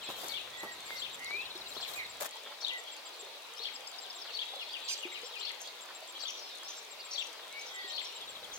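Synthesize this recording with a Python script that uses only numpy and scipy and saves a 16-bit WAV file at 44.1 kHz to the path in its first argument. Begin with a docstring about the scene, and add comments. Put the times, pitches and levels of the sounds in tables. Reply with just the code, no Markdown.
"""Birds in a bamboo wood

A chirruping bird on the left, runs of thin high pips, whistles, trills and nasal calls are bent tones.
Trunks and canes scatter the calls as random echoes. Ringing bubbles trickle under a soft noise hiss.
Walkers pass in the first two seconds: noise footfalls, rustling clothes and cracking sticks.
Short noise bursts make dull crunches and ticks of dry litter throughout."""
import sys
import numpy as np
from scipy import signal
from scipy.fft import rfft, irfft
from scipy.io import wavfile
from scipy.ndimage import uniform_filter1d

SR = 44100
rng = np.random.default_rng(int(sys.argv[2]) if len(sys.argv) > 2 else 0)


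def dump_mix(stems):
    """Bounce the given channels to the path in sys.argv[1] as a 16-bit WAV at rate SR."""
    frames = np.atleast_2d(stems).T  # one column per channel
    limited = np.clip(frames, -1, 1)  # hard clip at full scale
    pcm = np.round(limited * 32767).astype(np.int16)
    wavfile.write(sys.argv[1], SR, pcm)


N = 378378


def amp(db):
    """Decibels to gain."""
    return 10 ** (np.asarray(db) / 20)


def evened(x):
    """Scales to rms 1."""
    return x / np.sqrt(np.mean(x ** 2) + 1e-20)


def read(points, hz):
    """Reads a table on a log-frequency axis."""
    f, value = np.transpose(points)
    return np.interp(np.log(hz + 1), np.log(f + 1), value)


def follow(points):
    """Reads a table of (time, value) at every sample of the scene."""
    return np.interp(np.arange(N) / SR, *np.transpose(points))


def clock(length):
    """Sample times of a short sound."""
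    return np.arange(max(round(length * SR), 8)) / SR


def add(mix, s, sound, pan_db=0, lag_ms=None):
    """Places a sound in stereo, positive to the left; the farther microphone is softer and later."""
    if lag_ms is None:
        lag_ms = .0205 * pan_db
    lag = lag_ms / 1000
    sides = amp([[pan_db / 2], [-pan_db / 2]]) * sound
    for channel, side, later in zip(mix, sides, (max(-lag, 0), max(lag, 0))):
        part = channel[max(round((s + later) * SR), 0):][:len(side)]
        part += side[:len(part)]


def tint(x, colour):
    """Filters by a spectrum, keeping the power of white noise."""
    gain = evened(amp(read(colour, np.fft.rfftfreq(N, 1 / SR))))
    return irfft(rfft(x) * gain, N)


def no_bass(x, lowest_hz):
    """Small sources radiate nothing low: a high-pass filter."""
    return signal.sosfilt(signal.butter(3, lowest_hz, "high", fs=SR, output="sos"), x)


def waver(n, hz):
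    """A random drift around zero that takes a new value hz times a second."""
    turns = int(n * hz / SR) + 2
    return np.interp(np.arange(n) * hz / SR, np.arange(turns), rng.standard_normal(turns))


def bend(length, start_hz, middle_hz, end_hz):
    """A smooth pitch path through a start, a middle and an end."""
    u = np.linspace(-1, 1, len(clock(length)))
    slope = (end_hz - start_hz) / 2
    curve = (start_hz + end_hz) / 2 - middle_hz
    return middle_hz + u * slope + u ** 2 * curve


def sing(hz, envelope, jitter=0.005):
    """A syrinx: an almost pure tone with a slight tremor, starting and stopping softly."""
    trembling_hz = hz * (1 + jitter * waver(len(hz), 498))
    tone = np.sin(2 * np.pi * np.cumsum(trembling_hz) / SR)
    return envelope * tone * signal.windows.tukey(len(hz), .1)


def slur(length, start_hz, middle_hz, end_hz, jitter=0.0029):
    """One note that bends through three pitches under a rounded swell."""
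    hz = bend(length, start_hz, middle_hz, end_hz)
    swell = np.sqrt(abs(np.sin(np.linspace(0, np.pi, len(hz)))))
    return sing(hz, swell, jitter)


def rasping(hz, rasp):
    """A note whose pitch shakes fast enough to tear it into a band, and whose level sputters."""
    sputter = amp(3.5 * waver(len(hz), 450) - 1)
    return sing(hz * (1 + rasp * waver(len(hz), 1400)), sputter)


def canes(x, scatter_db, decay):
    """Bamboo canes right around a bird smear each note with a dense burst of early echoes."""
    t = clock(.04)
    taps = rng.standard_normal((2, len(t))) * np.exp(-t / decay) * (t > .001)
    taps /= np.linalg.norm(taps, axis=1, keepdims=True)
    return x + amp(scatter_db) * signal.oaconvolve(x, taps, axes=1)[:, :N]


def trees(x, wet_db, delay=0.0089):
    """Adds the sparse echoes of many trunks, each band dying at its own speed."""
    # echo of the trees: (frequency [Hz], time to fall by 60 dB [s])
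    wood = [(300, 0.35), (2000, 0.35), (4000, 0.38), (8000, 0.45)]
    late = clock(.5) > delay
    sparse = rng.random((2, len(late))) < 1500 / SR  # 1500 echoes a second on average
    taps = rng.standard_normal((2, len(late))) * sparse * late
    hz, t, z = signal.stft(taps, SR, nperseg=256)
    fade = amp(-60 * t / read(wood, hz)[:, None])
    tail = signal.istft(z * fade, SR, nperseg=256)[1]
    tail /= np.linalg.norm(tail, axis=1, keepdims=True)
    crossed = x + .25 * x[::-1]  # some of each side reaches the other
    return x + amp(wet_db) * signal.oaconvolve(crossed, tail, axes=1)[:, :N]


def ringing_echo(x, ring_hz=4480, ring_db=-1):
    """One narrow band lingers among the canes as a thin held tone."""
    ring = signal.lfilter(*signal.iirpeak(ring_hz, 25, fs=SR), x)
    return amp(ring_db) * (trees(ring, wet_db=3) - ring)  # the echo alone


def chirruper(pan_db=10, lead_rasp=0.071, lead_length=0.037, lead_hz=5580):
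    """A raspy call of arched syllables, repeated about once a second and never quite alike."""
    # chirrups: (time [s], level [dB], lead-in level [dB], form [0 arched, 1 flat])
    chirrups = [(0.337, -35, -59, 0), (1.018, -36.5, -49.5, 0), (1.825, -37.5, -56, 1),
                (2.665, -34.5, -48, 0), (3.651, -37, -50.5, 1), (4.387, -35.5, -52.5, 0),
                (5.468, -36.5, -53, 1), (6.253, -35.5, -47, 0), (7.177, -34.5, -47, 0),
                (7.978, -36.5, -53, 1)]
    # arched form: (start from the chirrup's time [s], length [s], nominal start, middle and end
    # pitch [Hz, Hz, Hz], level against the chirrup [dB], rasp [share of the pitch])
    arched = [(-.052, .04, 4050, 4480, 3600, -2, .04), (-.001, .023, 3020, 3400, 3650, 0, .015),
              (.022, .03, 3637, 3146, 2460, -1, .07)]
    # flat form, with a quick flick before the last arch: (the same columns)
    flat = [(-.078, .028, 2860, 3340, 4040, -7.5, 0.02), (-.053, 0.0424, 4028, 4230, 4210, 1, 0.037),
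            (-.016, .014, 4704, 4600, 2650, 0.5, 0.103), (-.001, .018, 2850, 3400, 3600, 3, .02),
            (.015, .027, 3640, 3107, 1990, -1.5, 0.074)]
    # the call flares as its pitch sweeps through a peak: (pitch [Hz], gain [dB])
    flare = [(2200, -2), (2750, -4.5), (3020, -7), (3300, 1.5), (3550, -5), (3750, 3.5), (4100, -6.5)]
    # the high buzzy opening note starts ahead of the chirrup's time by: (arched [s], flat [s])
    lead_ahead = (.066, .092)
    out = np.zeros((2, N))
    for s, db, lead_db, form in chirrups:
        is_flat = form > .5
        for after, length, start_hz, middle_hz, end_hz, syllable_db, rasp in (flat if is_flat else arched):
            hz = bend(length, start_hz, middle_hz, end_hz)
            hz = hz * (1 + .012 * rng.standard_normal())
            level = amp(db + syllable_db + read(flare, hz))
            add(out, s + after, level * rasping(hz, rasp), pan_db)
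        lead_in = rasping(bend(lead_length, 0.75 * lead_hz, lead_hz, .97 * lead_hz), lead_rasp)
        lead_in = amp(lead_db) * lead_in * signal.windows.tukey(len(lead_in))
        add(out, s - lead_ahead[int(is_flat)], lead_in, pan_db)
    blurred = canes(out, scatter_db=-5.5, decay=.009)
    return trees(blurred, wet_db=-6, delay=.012) + ringing_echo(out)


def pipper(level_db=-48, pan_db=7, length=0.031, gap=.1375):
    """Thin hooked pips bend up, then down, seven a second, close and dry."""
    # runs of pips: (time of the first [s], pips [count])
    pip_runs = [(.035, 1), (.579, 5), (1.678, 4), (2.778, 4), (3.736, 4), (4.842, 5), (5.809, 4),
                (6.769, 4), (7.738, 5)]
    out = np.zeros((2, N))
    for first, count in pip_runs:
        for s in first + gap * np.arange(round(count)):
            add(out, s, amp(level_db) * slur(length, 7470, 7590, 7170, jitter=0.0016), pan_db)
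    return trees(out, wet_db=-32)


def whistlers(jitter=0.0077, flutter_db=2):
    """Low mellow whistles swell, waver and fade deeper in the wood, blurred by echo."""
    # whistles: (time [s], length [s], start, middle and end pitch [Hz, Hz, Hz], level [dB],
    # perch [index, rounded])
    whistles = [(0, 0.052, 3550, 3140, 2310, -41, 2), (0.054, .11, 2280, 2760, 2880, -51, 2),
                (.28, 0.1, 2330, 2230, 2425, -50, 2.5), (0.384, 0.09, 2380, 2750, 2870, -47.5, 2.5),
                (.52, 0.25, 1930, 1936, 1820, -43.5, 0.5), (0.849, .15, 2280, 2110, 2070, -41.5, -0.5),
                (1.17, 0.18, 1950, 1950, 2090, -40, 0), (1.182, 0.32, 2110, 2347, 3130, -41, 2),
                (1.949, .12, 2470, 2265, 1720, -41.5, 3), (1.968, 0.063, 2340, 2060, 1780, -43.5, 3),
                (2.691, 0.12, 1950, 1976, 1826, -39, 0), (4.451, .22, 3390, 3430, 3370, -41, 0.5),
                (7.49, 0.185, 2110, 2260, 2240, -48, 2), (7.69, 0.26, 2025, 1943, 1806, -44, 0)]
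    # gain as the pitch passes through: (pitch [Hz], gain [dB])
    pitch_gain = [(2200, 0), (2400, 3.5), (2650, 5.5), (2800, -4)]
    # perches, numbered from 0: (left-right [dB], lag of the right microphone [ms])
    perches = [(-.5, 0.18), (11.5, 0.25), (5.5, .073), (-4.5, 0.16)]
    out = np.zeros((2, N))
    for s, length, start_hz, middle_hz, end_hz, db, perch in whistles:
        hz = bend(length, start_hz, middle_hz, end_hz)
        hz = hz * (1 + .008 * waver(len(hz), 90))
        level = amp(db + read(pitch_gain, hz) + flutter_db * waver(len(hz), 69))
        swell = level * np.sin(np.linspace(0, np.pi, len(hz)))
        pan_db, lag_ms = perches[min(round(perch), len(perches) - 1)]
        add(out, s, sing(hz, swell, jitter), pan_db, lag_ms)
    return trees(canes(out, scatter_db=-10, decay=.015), wet_db=-7.5)


def chipper(pan_db=10, length=0.041):
    """A bird on the left gives a loose string of raspy chips that drop fast, then flatten."""
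    # falling chips: (time [s], nominal start pitch [Hz], level [dB])
    chips = [(4.034, 4100, -49), (4.268, 3890, -47), (4.595, 3520, -44.5), (4.734, 3570, -40.5),
             (4.882, 3460, -39.5), (5.024, 3300, -42.5), (5.144, 3200, -45.5), (5.338, 3510, -43.5)]
    out = np.zeros((2, N))
    for s, start_hz, db in chips:
        hz = bend(length, start_hz, .8 * start_hz, .674 * start_hz)
        hz = hz * (1 + .025 * rng.standard_normal())
        add(out, s, amp(db) * rasping(hz, .035), pan_db)
    return trees(canes(out, scatter_db=-6, decay=.016), wet_db=-4)


def peakers(pan_db=-1, rasp=0.052, ends=.68):
    """A bird almost straight ahead flicks its raspy pitch up to a point and down again."""
    # pointed chirps: (time [s], length [s], top pitch [Hz], level [dB])
    chirps = [(2.954, 0.058, 4620, -49), (5.279, .055, 4140, -55), (5.667, 0.031, 4930, -44.5),
              (6.984, 0.043, 4990, -42.5)]
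    out = np.zeros((2, N))
    for s, length, top_hz, db in chirps:
        point = 1 - abs(np.linspace(-1, 1, len(clock(length))))
        hz = top_hz * (ends + (1 - ends) * point)
        add(out, s, amp(db) * np.sqrt(point) * rasping(hz, rasp), pan_db)
    return trees(out, wet_db=-9)


def cheepers(pan_db=5, ends=0.83):
    """Single soft notes, each one shallow arch of pitch, left of the middle."""
    # cheeps: (time [s], length [s], top pitch [Hz], level [dB])
    cheeps = [(2.867, .026, 3330, -43), (2.893, .022, 3330, -45), (3.923, 0.04, 3850, -51),
              (5.116, 0.023, 2246, -43), (5.374, 0.094, 3050, -46), (6.147, .035, 3350, -43),
              (6.402, 0.08, 5470, -47.5), (6.632, .061, 5450, -46)]
    out = np.zeros((2, N))
    for s, length, hz, db in cheeps:
        add(out, s, amp(db) * slur(length, ends * hz, hz, ends * hz, jitter=0.017), pan_db)
    return trees(out, wet_db=-2.5)


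def trillers(pan_db=5):
    """Runs of notes that each sweep down, blurred by the canes; each run slows as it goes."""
    # trills: (time of the first note [s], time of the last [s], notes [count], slowing [0-1],
    # note length [s], top pitch [Hz], bottom pitch [Hz], level [dB])
    trill_runs = [(1.252, 2.045, 16, 0.09, 0.024, 4495, 3520, -42.5),
                  (3.754, 4.215, 5, 0.01, 0.015, 5480, 4640, -40),
                  (8.205, 8.514, 5, 0.13, 0.0278, 4060, 3110, -43.5)]
    out = np.zeros((2, N))
    for first, last, count, slowing, length, top_hz, bottom_hz, db in trill_runs:
        u = np.linspace(0, 1, round(count))
        middle_hz = np.sqrt(top_hz * bottom_hz)
        for s in first + (last - first) * u * (1 - slowing * (1 - u)):
            add(out, s, amp(db) * slur(length, top_hz, middle_hz, bottom_hz, jitter=.008), pan_db)
    return trees(canes(out, scatter_db=-8, decay=.008), wet_db=-8)


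def nasal_call(s=4.875, length=0.078, pitch_hz=1240, throat_hz=5100, level_db=-35,
               below_db=60, above_db=19, arch=0.34):
    """One arched stack of harmonics from the right; the throat favours the few near its resonance."""
    out, u = np.zeros((2, N)), np.linspace(-1, 1, len(clock(length)))
    pitch = pitch_hz * (1 - arch * abs(u) ** 3 + 0.0077 * waver(len(u), 580))
    k = np.arange(2, 13)[:, None]  # harmonic numbers
    octaves = np.log2(k * pitch_hz / throat_hz)
    # the resonance falls off in dB per octave on either side, down to a floor
    throat_db = np.maximum(np.minimum(below_db * octaves, -above_db * octaves), -28)
    partials = amp(throat_db) * np.sin(2 * np.pi * k * np.cumsum(pitch) / SR)
    add(out, s, amp(level_db) * partials.sum(0) * signal.windows.tukey(len(u), .4), -7)
    return trees(canes(out, scatter_db=-9, decay=.005), wet_db=-11)


def twitterers(note_s=0.0185, spread=0.041, count=2):
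    """Each twitter is a flutter of tiny arched notes, with sidebands from a fast buzz."""
    # twitters: (time [s], pitch the notes scatter around [Hz], level they scatter around [dB])
    twitters = [(5.24, 5370, -48), (5.6, 6280, -45), (6.277, 5900, -40), (6.368, 5700, -48.5),
                (6.68, 6090, -42.5), (6.76, 5770, -49), (7.108, 5900, -39), (7.215, 5810, -44.5),
                (7.59, 6040, -45.5), (7.659, 5860, -46), (8.044, 5720, -44.5), (8.533, 6400, -42)]
    out, t = np.zeros((2, N)), clock(note_s)
    buzz = 1 + .7 * np.sin(2 * np.pi * 850 * t)
    for s, pitch_hz, db in twitters:
        for k, (pitch, size) in enumerate(rng.standard_normal((count, 2))):
            hz = pitch_hz * np.exp(spread * pitch)
            note = slur(note_s, .9 * hz, hz, .94 * hz, jitter=.016) * buzz
            add(out, s + k * 0.018, amp(db + size) * note, 2)
    return trees(out, wet_db=-4.5)


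def far_birds(trim_db=-4.0, pitch_hz=3800, spread=.13, note_s=.022, count=700, spread_db=3):
    """Many distant chirps blur into a chorus that is mostly echo."""
    # loudness of the chorus: (time [s], level before the trim [dB])
    chorus = [(0, -42.5), (.7, -46.5), (3.1, -48.5), (4.049, -48), (4.65, -41), (5.35, -46), (6, -50.5),
              (6.45, -43), (6.919, -50.5), (8.05, -42.5), (8.58, -55)]
    out = np.zeros((2, N))
    times, chances = rng.uniform(0, N / SR, count), rng.standard_normal((count, 4))
    for s, (pitch, sweep, size, side) in zip(times, chances):
        hz = pitch_hz * np.exp(spread * pitch)
        chirp = slur(note_s, hz * np.exp(0.1494 * sweep), hz, 0.847 * hz)
        add(out, s, amp(spread_db * min(size, 1)) * chirp, 3 + 3 * side)
    return amp(trim_db + follow(chorus)) * evened(trees(out, wet_db=5))


def bubble(hz, cycles=6, rise=3.05):
    """A pocket of air rings and rises in pitch as it nears the surface."""
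    t = clock(0.033)
    ring = np.sin(2 * np.pi * hz * t * (1 + rise * t / 2))
    return ring * np.exp(-t * hz / cycles) * (1 - np.exp(-t / 0.00034))


def trickle(level_db=-57, lowest_hz=240, count=420, spread_db=4.5):
    """Water rings as small bubbles at random and a few larger drops."""
    # water drops: (time [s], bubble pitch at the start [Hz], level [dB])
    drops = [(1.344, 384, -45), (1.553, 350, -42.5), (2.215, 584, -35), (2.358, 883, -40),
             (3.225, 400, -48), (3.6, 440, -44.5), (4.535, 780, -38.5), (4.564, 530, -41.5),
             (5.052, 342, -36.5), (5.232, 472, -41.5), (6.025, 618, -42.5), (7.843, 385, -45.5)]
    out = np.zeros((2, N))
    for (when, pitch), (size, side) in zip(rng.random((count, 2)), rng.standard_normal((count, 2))):
        level = amp(level_db + spread_db * min(size, 2))
        add(out, when * N / SR, level * bubble(430 * 5 ** pitch), 4 * side)
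    for s, hz, db in drops:
        add(out, s, amp(db) * bubble(hz))
    return trees(no_bass(out, lowest_hz), wet_db=-11)


def footfalls():
    """Soles press the dirt with a dull puff of noise, partly shared by both sides."""
    # footfalls: (time [s], length [s], level before the colour [dB])
    steps = [(0.089, 0.045, -40.5), (0.233, 0.06, -46), (0.632, 0.045, -40.5), (1.766, 0.015, -38)]
    # colour of a sole on dirt: (frequency [Hz], relative level [dB])
    step_colour = [(40, -31), (150, -4.5), (350, 4.5), (1200, 3.5), (2500, -25), (16000, -44)]
    soles = np.zeros((2, N))
    for s, length, db in steps:
        t = clock(3 * length)
        puff = rng.standard_normal(len(t)) + .5 * rng.standard_normal((2, len(t)))
        add(soles, s, amp(db) * puff * np.exp(-2 * t / length) * (1 - np.exp(-t / 0.0003)))
    return tint(soles, step_colour)


def rustling(crunch_db=2.5, grain_db=4):
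    """Cloth and dry leaves rub in crackly bursts of grainy noise that trail off."""
    # rustles: (time [s], rise [s], hold [s], time to fall by 1/e [s], level before the colour [dB])
    rustles = [(0.086, .005, 0.028, 0.024, -47.5), (0.141, 0.062, 0.077, 0.049, -44.5),
               (.615, 0.019, 0.012, 0.017, -49.5), (0.833, 0.057, 0.054, .1, -53),
               (1.66, 0.039, .05, 0.13, -54), (1.862, 0.024, 0.091, .024, -46),
               (2.201, 0.0076, 0.019, 0.0059, -36.5), (2.225, 0.0074, 0.037, 0.0039, -40)]
    # colour of cloth and leaves: (frequency [Hz], relative level [dB])
    rustle_colour = [(100, -15.5), (700, 13.5), (2000, 4.5), (5000, 1), (7200, 5.5), (9500, -0.5),
                     (13000, 5), (16000, -3.5)]
    cloth = np.zeros((2, N))
    for s, rise, hold, fall, db in rustles:
        t = clock(rise + hold + 4 * fall)
        envelope = np.minimum(t / rise, 1) * np.exp(-np.maximum(t - rise - hold, 0) / fall)
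        grains = amp(crunch_db * waver(len(t), 400) + grain_db * waver(len(t), 5000))
        rub = evened(grains * rng.standard_normal((2, len(t))))
        add(cloth, s, amp(db) * envelope * rub, 4)
    return tint(cloth, rustle_colour)


def crunches(level_db=-39, count=50):
    """Feet farther down the path crush twigs and leaves in short dull crunches of uneven length."""
    out, t = np.zeros((2, N)), clock(.06)
    times, chances = rng.uniform(0, N / SR, count), rng.standard_normal((count, 3))
    for s, (size, side, slow) in zip(times, chances):
        grit = rng.standard_normal(len(t)) * amp(3 * waver(len(t), 500))
        fade = np.exp(-t / (.008 * np.exp(.4 * slow)))
        add(out, s, amp(level_db + 2.5 * min(size, 1.5)) * grit * fade, 2 * side)
    return signal.sosfilt(signal.butter(3, (480, 1900), "band", fs=SR, output="sos"), out)


def sticks(decay=0.00039):
    """Dry sticks crack underfoot with a short woody knock, a ring that dies almost at once."""
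    # cracks: (time [s], level before fade and filter [dB], ring [Hz])
    cracks = [(.906, -22.5, 1720), (1.309, -24.5, 1250)]
    out, t = np.zeros((2, N)), clock(.004)
    for s, db, ring_hz in cracks:
        add(out, s, amp(db) * np.sin(2 * np.pi * ring_hz * t) * np.exp(-t / decay), 2)
    return no_bass(out, lowest_hz=400)


def litter(faint_db=-50, spread_db=4, count=260):
    """Dry leaves and twigs snap in tiny ticks of noise, a few placed and many at random."""
    # placed ticks: (time [s], level before the colour [dB], left-right [dB])
    placed = [(.2843, -38.5, 15), (1.246, -36, 0.5), (5.028, -41, -8), (6.574, -41, 3)]
    # colour of a tick: (frequency [Hz], relative level [dB])
    tick_colour = [(100, -60), (3000, -31), (6500, 8), (12000, -3), (16000, -30)]
    out, t = np.zeros((2, N)), clock(0.008)
    times = rng.uniform(0, N / SR, count)
    faint = np.c_[times, rng.normal(faint_db, spread_db, count), rng.normal(3, 6, count)]
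    for s, db, pan_db in np.vstack([placed, faint]):
        add(out, s, amp(db) * rng.standard_normal((2, len(t))) * np.exp(-t / 0.0013), pan_db)
    return tint(out, tick_colour)


def hiss(level_db=-49.5, patchy_db=2.4):
    """Leaves and water make a soft wash of noise with fine quick patches of louder and softer."""
    # colour of the wash: (frequency [Hz], relative level [dB per Hz])
    wash_colour = [(30, -52), (80, -37), (150, -18.5), (280, -8.5), (450, 3), (900, 4.5), (1600, -2),
                   (2400, 2.5), (3400, 0), (4500, -2), (5600, -5.5), (8000, -11), (11000, -15),
                   (16000, -13.5)]
    # likeness of the two sides: (frequency [Hz], correlation [-1 to 1])
    likeness = [(60, 0.5), (1400, 0.47), (2000, 0.15), (16000, 0.01)]
    # balance of the two sides: (frequency [Hz], left-right [dB])
    balance = [(1000, 0), (3500, 3.5), (16000, 1)]
    frames, hz = N // 512 + 5, np.fft.rfftfreq(2048, 1 / SR)
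    a, b, c, d, patches = rng.standard_normal((frames, 1025, 5)).T
    patches = uniform_filter1d(patches, size=4, axis=0)  # smooth over frequency, then time
    patches = evened(uniform_filter1d(patches, size=9, axis=1))
    same = np.clip(read(likeness, hz), -1, 1)[:, None]
    lean = amp(read(balance, hz) / 2)[:, None]
    left = a + 1j * b
    right = same * left + np.sqrt(1 - same ** 2) * (c + 1j * d)
    z = np.array([left * lean, right / lean])
    # the patches even out toward the treble
    z *= amp(read(wash_colour, hz)[:, None] + patchy_db * patches / (1 + hz[:, None] / 8000))
    wash = signal.istft(z, nperseg=2048, noverlap=1536)[1][:, :N]
    return amp(level_db) * evened(wash)


def air_rush():
    """A low rush of air, noise partly shared by both sides, comes and goes."""
    # colour of the rush: (frequency [Hz], relative level [dB])
    air_colour = [(20, -24), (45, -6.5), (140, -5.5), (800, -3.5), (2000, -5.5), (16000, -22.5)]
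    # loudness of the rush: (time [s], level [dB])
    air_level = [(0, -57), (2.25, -57), (2.3, -100), (8.08, -100), (8.16, -63.5), (8.58, -55)]
    noise = rng.standard_normal(N) + 0.62 * rng.standard_normal((2, N))
    return evened(tint(noise, air_colour)) * amp(follow(air_level))


def scene():
    """Birds, water, walkers and the wood around them."""
    birds = chirruper() + pipper() + whistlers() + chipper() + peakers() + cheepers()
    birds += trillers() + nasal_call() + twitterers() + far_birds()
    walkers = footfalls() + rustling() + crunches() + sticks()
    return birds + trickle() + walkers + litter() + hiss() + air_rush()


def record(dry):
    """A steep low-pass filter: nothing sounds above about 16 kHz."""
    low_pass = signal.firwin(1023, 15900, window=("kaiser", 9), fs=SR)
    return signal.oaconvolve(dry, low_pass[None], "same")


dry = scene()
out = record(dry)
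dump_mix(out)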